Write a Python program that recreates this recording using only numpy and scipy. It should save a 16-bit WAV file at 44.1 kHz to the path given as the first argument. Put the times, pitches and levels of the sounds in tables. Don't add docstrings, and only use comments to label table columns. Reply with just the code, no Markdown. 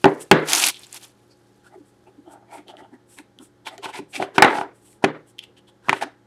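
import sys
import numpy as np
from scipy import signal
from scipy.io import wavfile
from scipy.ndimage import uniform_filter1d

SR = 44100
rng = np.random.default_rng(int(sys.argv[2]) if len(sys.argv) > 2 else 0)


def master(y):
    cut = np.clip(np.atleast_2d(y).T, -1, 1)
    pcm = np.round(cut * 32767)
    wavfile.write(sys.argv[1], SR, pcm.astype(np.int16))


N = 276066
T = np.arange(N) / SR

# start_s, blow_db, crack_db, thud_db
KNOCKS = [(0.0425, 0.5, -6, -21), (0.0559, 4, -28.5, -20.5), (0.313, 7, 1.5, -14), (3.67, -26, 2.5, -62),
          (3.857, -18.5, -8, -35.5), (3.991, -27, -32, -9.5), (4.2, -14, -28.5, -27),
          (4.2243, -14, -3, -26), (4.381, 2, -4, -31.5), (4.422, 8.5, 1.5, -39), (4.446, 2.5, -7, -35),
          (4.465, -9.5, -13, -53.5), (4.553, -15.5, -8, -51), (4.585, -12, -11.5, -34),
          (4.612, -16, -9.5, -37), (5.04, -4, -10.5, -13), (5.044, -8.5, 4.5, -20),
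          (5.885, -15.5, -8.5, -16), (5.894, -11, 8, -21), (5.929, -10, -1, -30), (6.012, -28, 6.5, -39.5),
          (6.024, -24, -1.5, -48), (6.034, -22, 1, -43)]
# pitch_hz, level_db, t60_s
BOX_MODES = [(121, -21.5, 0.28), (155, -13, 0.44), (212.25, -8.5, 0.071), (300.5, -2, 0.16),
             (389.3, 5, 0.16), (821.5, 0.5, 0.055), (852.3, 6, 0.038), (1497, -9.5, 0.089),
             (1860, -5.5, 0.034), (2370, -9.5, 0.015)]
# centre_hz, level_db, t60_s
TABLE_TAIL = [(186, 1.5, 0.15), (374, 2, 0.42), (734, 0, 0.33), (1483.5, -1.5, 0.4), (2750, -14, 0.33),
              (5450, -24, 0.12), (8720, -30.5, 0.12)]
# time_s, pitch_hz
WALL_RING = [(0.04, 864), (0.32, 833), (2.3, 778), (2.55, 823), (2.75, 753), (3.19, 953), (3.67, 914),
             (3.73, 766), (3.85, 918), (3.98, 857), (4.2, 720), (4.28, 640), (4.38, 945), (4.42, 835),
             (5.04, 829), (5.89, 966), (6.05, 802)]
# frequency_hz, relative_db
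AIR_TONE = [(18, -42), (30, -10.5), (205, -12), (404, -8), (662, -19.5), (735, -27), (815, -17),
            (1060, -21.5), (1560, -20.5), (2630, -35.5), (2990, -29), (15000, -44)]
# pitch_hz, level_db
HUM = [(118.4, -67), (199.2, -70), (290.7, -69.5), (355.3, -66.5), (538.3, -78), (829.0, -74.5)]
# time_s, level_db
FILM_LEVELS = [(0, -58), (0.06, -55), (0.3, -65), (0.315, -64), (0.445, -57.5), (0.475, -35), (0.486, -23),
               (0.695, -21), (0.722, -48.5), (0.74, -55), (0.905, -55.5), (0.925, -51), (0.97, -36.5),
               (0.995, -57), (1.045, -42), (1.075, -56.5), (1.15, -70.5), (2.3, -75.5)]
# frequency_hz, relative_db
FILM_TONE = [(2500, 2.5), (4300, 0), (7000, -2), (10900, -1.5), (13500, -21.5)]
# start_s, length_s, level_db
BRUSHES = [(0.201, 0.038, -37.5), (1.848, 0.063, -65), (2.309, 0.036, -55.5), (2.514, 0.074, -57.5),
           (3.087, 0.12, -52.5), (3.406, 0.072, -56.5), (4.09, 0.046, -57.5), (4.74, 0.063, -63.5),
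           (4.816, 0.15, -55.5), (5.269, 0.052, -56)]
# centre_hz, width_hz, relative_db
COATING_HISS = [(5500, 2100, 1), (7930, 2200, 12), (10000, 5700, 6.3)]
# start_s, level_db, centre_hz
SNAPS = [(0.5065, -19, 3660), (0.5331, 5.5, 3970), (0.55, -0.5, 6280), (0.5597, -9, 9700),
         (0.6418, -2.5, 6400), (0.6388, 1, 3400), (0.6758, -5.5, 4000), (0.6854, -7.5, 9300),
         (0.744, -28, 3300), (0.758, -35, 7800), (0.77, -30, 3310), (0.794, -31, 8800),
         (0.834, -29.5, 3720), (0.868, -33.5, 7300), (0.9281, -18, 8050), (0.9444, -20, 9800),
         (2.682, -34, 3150), (2.769, -34, 3120), (3.187, -27, 1890), (3.388, -33, 3220),
         (3.6727, -27.5, 1860), (3.78, -26.5, 2100), (4.929, -45.5, 2200), (5.384, -33, 3130),
         (5.3907, -20, 3140), (5.438, -34.5, 2940)]
# start_s, length_s, level_db, ring_hz
CREAKS = [(0.733, 0.054, -45, 3320), (0.834, 0.017, -44.5, 3910)]
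# start_s, length_s, level_db, roughness_db, scratch_hz
STROKES = [(1.298, 0.04, -69.5, 11, 4630), (1.639, 0.05, -65, 11.5, 1520), (1.712, 0.055, -49, -13.5, 2010),
           (2.06, 0.04, -54.5, -10.5, 2600), (2.257, 0.061, -52.5, -12, 3120),
           (2.295, 0.088, -45, -16.5, 1470), (2.388, 0.079, -56, -27, 1420), (2.499, 0.12, -42, -8.5, 2210),
           (2.672, 0.047, -40.5, -9, 3100), (2.722, 0.047, -47.5, -26, 1830),
           (2.771, 0.046, -46.5, -6, 1920), (2.809, 0.065, -47.5, -15.5, 3040),
           (2.92, 0.045, -53, -6.5, 1845), (3.172, 0.036, -47.5, -1.5, 2460),
           (3.389, 0.052, -58.5, -1, 1360), (3.658, 0.038, -36, 0.5, 3180),
           (3.707, 0.057, -41.5, -9.5, 2050), (3.777, 0.018, -44.5, -9, 3040),
           (3.826, 0.044, -35.5, 0, 2880), (3.868, 0.047, -36, -7.5, 2880), (3.923, 0.028, -59, 10, 2130),
           (3.942, 0.056, -34.5, 1, 2300), (4.137, 0.053, -39.5, 8.5, 2490),
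           (4.196, 0.057, -28.5, -11, 2850), (4.251, 0.047, -38.5, -26, 1653),
           (4.342, 0.037, -44.5, 3, 1570), (4.436, 0.11, -28.5, -15, 1830), (4.526, 0.1, -28, -10, 1580),
           (4.62, 0.062, -35, -40, 1470), (5.024, 0.015, -36, -12, 1570), (5.421, 0.036, -66.5, 18, 2840),
           (5.566, 0.03, -70, 18, 3005), (5.674, 0.033, -64.5, 10.5, 3290), (5.836, 0.076, -53, 2.5, 1575),
           (5.931, 0.071, -50, 10, 2780), (6.013, 0.029, -26.5, -6.5, 1700), (6.029, 0.069, -42, -23, 1560)]
# centre_hz, width_hz, relative_db
WALL_MODES = [(523, 540, -16.5), (700, 79, -2.5), (840, 120, -2), (971.4, 84, -5), (1300, 370, -15)]
# centre_hz, width_hz, relative_db
HOLLOW_MODES = [(295, 50, 0), (385, 60, -2)]
# start_s, level_db, ring_hz
GRIPS = [(1.745, -43.5, 370), (1.79, -50.5, 290), (2.062, -52.5, 374), (2.18, -45, 299), (2.254, -46, 334),
         (2.57, -47, 300), (2.67, -47, 370), (2.789, -50, 300), (2.92, -44.5, 283), (3.181, -47, 298),
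         (3.387, -42, 290), (3.779, -43, 391), (3.954, -35, 372), (3.985, -32.5, 299), (4.18, -29.5, 306),
         (4.343, -38, 385), (5.485, -52.5, 440), (6.029, -41, 284.5)]


def undb(db):
    return 10 ** (np.asarray(db) / 20)


def unit(x):
    return x / np.sqrt(np.mean(x ** 2))


def band(x, hz, width):
    return signal.lfilter(*signal.iirpeak(min(hz, .45 * SR), hz / width, fs=SR), x)


def steep_band(x, hz, width):
    return band(band(x, hz, width), hz, width)


def butter(x, order, hz, kind):
    return signal.sosfilt(signal.butter(order, hz, kind, fs=SR, output="sos"), x)


def octave(x, hz):
    return unit(butter(x, 3, [hz / np.sqrt(2), hz * np.sqrt(2)], "bandpass"))


def resonate(x, peaks):
    return unit(sum((-1) ** k * undb(db) * steep_band(x, hz, width)
                    for k, (hz, width, db) in enumerate(peaks)))


def walk(rate):
    hold = int(SR / rate)
    steps = np.repeat(rng.standard_normal(N // hold + 1), hold)
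    return 1.3 * uniform_filter1d(uniform_filter1d(steps, hold), hold)[:N]


def grit(rate, spread_db):
    where, sign, height = rng.random((3, N))
    return (where < rate / SR) * np.sign(sign - .5) * undb(spread_db * np.minimum(-np.log(height), 4))


def add(out, start, sound):
    i = int(start * SR)
    out[i:i + len(sound)] += sound[:len(out) - i]


def touch(start, length, db):
    part = slice(int((start - .5 * length) * SR), int((start + 1.5 * length) * SR))
    return part, undb(db) * np.sin(np.pi * np.linspace(0, 1, part.stop - part.start)) ** 4


def wall_shift(time, rest_hz=840):
    return np.interp(time, *np.transpose(WALL_RING)) / rest_hz


def knocks():
    out, t = np.zeros(N), T[:SR // 3]
    hz, db, t60 = np.transpose(BOX_MODES)[:, :, None]
    chatter = undb(2 * walk(90))
    onset, ending = np.clip(t / 0.00079, 0, 1), np.exp(-(t / 0.22) ** 4)
    for start, blow_db, crack_db, thud_db in KNOCKS:
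        share, detune = rng.standard_normal((2, len(BOX_MODES), 1))
        pitch = hz * np.where((hz > 700) & (hz < 1300), wall_shift(start), 1) * (1 + 0.0068 * detune)
        hard_db = .5 * (crack_db + 4.5)
        heavy_db = (thud_db + 14) * np.where(hz < 220, 1, 0.54 * (hz < 450))
        mode_db = db + np.where(hz > 1300, hard_db, heavy_db) + 2 * share
        ring = (undb(mode_db - 60 * t / t60) * np.sin(2 * np.pi * pitch * t)).sum(0)
        noise = rng.standard_normal(len(t))
        slap = octave(noise, 810 * wall_shift(start)) * np.exp(-t / 0.0016)
        crack = (octave(noise, 1897) * np.exp(-t / 0.0045)
                 + 0.2 * octave(noise, 5200) * np.exp(-t / 0.0034)
                 + 0.2 * octave(noise, 7500) * np.exp(-t / 0.0025))
        tail = 0
        for centre, band_db, band_t60 in TABLE_TAIL:
            band_db += hard_db * max(np.log2(centre / 800), 0)
            band_db += 0.91 * (thud_db + 18.5) * (centre < 220)
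            band_db += 0.24 * (thud_db + 22) * (220 < centre < 450)
            tail += undb(band_db - 60 * t / band_t60) * octave(rng.standard_normal(len(t)), centre)
        tail *= undb(-25 + 0.14 * blow_db) * onset * np.resize(chatter[int(start * SR):], len(t))
        knock = 0.27 * ring + 1.5 * slap + undb(crack_db - 4) * crack + tail
        add(out, start, undb(blow_db) * ending * knock)
    return butter(out, 4, [115, 10500], "bandpass")


def room_tone(air_db=-60.5):
    tone_hz, tone_db = np.transpose(AIR_TONE)
    air = hum = 0
    for centre in 40 * 2 ** np.arange(0, 8.6, 1 / 3):
        noise = steep_band(rng.standard_normal(N), centre, centre / 3)
        air += undb(np.interp(np.log(centre), np.log(tone_hz), tone_db) + 0.5 * walk(10)) * noise
    for hz, db in HUM:
        level = undb(db + 5.5 + 0.84 * walk(17))
        pitch = hz * (1 + 0.013 * walk(33))
        hum += level * np.sin(2 * np.pi * np.cumsum(pitch) / SR)
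    return undb(air_db) * unit(air) + hum


def film(let_go_s=0.72, settled_s=0.91):
    tone_hz, tone_db = np.transpose(FILM_TONE)
    crackle, cluster = 0, walk(200)
    for centre in 2600 * 2 ** np.arange(0, 2.5, .4):
        clicks = unit(grit(2800, 4.1) * undb(2 * walk(150) + 1.7 * cluster))
        gain = undb(np.interp(np.log(centre), np.log(tone_hz), tone_db))
        crackle += gain * steep_band(clicks, centre, .5 * centre)
    folds = grit(3500, 3.5) * undb(2.5 * walk(120))
    crumple = resonate(folds, [(318, 170, -1), (820, 400, 2.5), (1570, 900, -1)])
    gaps = undb(3 * walk(69.8) * (T > let_go_s) * (T < settled_s))
    level = undb(np.interp(T, *np.transpose(FILM_LEVELS), left=-200, right=-200))
    return level * gaps * unit(crackle) + undb(-6) * level ** 1.018 * crumple


def brushes(hiss, fibres):
    out = np.zeros(N)
    for start, length, db in BRUSHES:
        part, pressure = touch(start, length, db)
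        out[part] += pressure * (hiss[part] + undb(-11.5) * resonate(fibres[part], [(2970, 2500, 0)]))
    return out


def snaps():
    out, t = np.zeros(N), T[:SR // 20]
    for start, db, hz in SNAPS:
        burst = rng.standard_normal(len(t)) * (np.exp(-t / 0.00021) + 0.1596 * np.exp(-t / 0.0028))
        width = hz * np.clip(0.5 + 0.34 * db, .3, 1.5)
        splash = 0.05 * np.std(burst) * (octave(burst, 8000) + octave(burst, 3000))
        tick = steep_band(burst, hz, width) + splash
        add(out, start, undb(db) * tick / np.abs(tick).max())
    return out


def film_creaks(grains):
    out = np.zeros(N)
    for start, length, db, hz in CREAKS:
        part, pressure = touch(start, length, db)
        out[part] += pressure * resonate(grains[part], [(hz, 0.43 * hz, 0)])
    return out


def lid_strokes(slips, grains, fibres, hiss):
    out, hollow = np.zeros(N), resonate(slips, HOLLOW_MODES)
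    for start, length, db, rough_db, hz in STROKES:
        part, pressure = touch(start, length, db)
        rasp_db = np.clip(-4 + .6 * (db + rough_db + 50), -15, 2)
        rasp = undb(rasp_db) * resonate(fibres[part], [(2600, 3400, 0)])
        scratch = resonate(fibres[part], [(hz, (.34 + .013 * rasp_db) * hz, 0)])
        surface = unit(scratch + rasp) + undb(-11.5) * hiss[part]
        walls = resonate(grains[part], np.array(WALL_MODES) * [wall_shift(start + length / 2), 1, 1])
        out[part] += pressure * (walls + undb(-10) * hollow[part] + undb(rough_db) * surface)
    return out


def grips(slips, length_s=0.046, width_hz=70):
    out = np.zeros(N)
    for start, db, hz in GRIPS:
        part, pressure = touch(start, length_s, db)
        out[part] += pressure * resonate(slips[part], [(hz, width_hz, 0)])
    return out


def rubbing():
    judder = walk(45)
    slips = grit(930, 2.1) * undb(2 * judder)
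    grains = grit(2400, 5.1) * undb(0.83 * judder)
    fibres = unit(grit(5000, 3.6) * undb(1.8 * judder + 2.2 * walk(110)))
    hiss = resonate(grit(22000, 1.1) * undb(1.2 * judder + 1.3 * walk(90)), COATING_HISS)
    return (brushes(hiss, fibres) + film_creaks(grains)
            + lid_strokes(slips, grains, fibres, hiss) + grips(slips))


def echoed(x, level_db=-15.5, t60_s=0.22, centre_hz=2490):
    t = T[:SR // 4]
    tail = band(rng.standard_normal(len(t)), centre_hz, 2 * centre_hz) * undb(-60 * t / t60_s)
    return x + undb(level_db) * signal.fftconvolve(x, tail / np.linalg.norm(tail))[:N]


def scene():
    return (knocks() + film() + echoed(snaps() + rubbing()) + room_tone())[None]


def record(dry):
    overloaded = np.clip(butter(dry, 3, 13000, "lowpass"), -1, 1)
    thin = butter(overloaded, 2, 55, "highpass")
    top_cut = signal.ellip(10, .2, 80, 16100, fs=SR, output="sos")
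    return np.clip(signal.sosfilt(top_cut, thin), -1, 1)


dry = scene()
out = record(dry)
master(out)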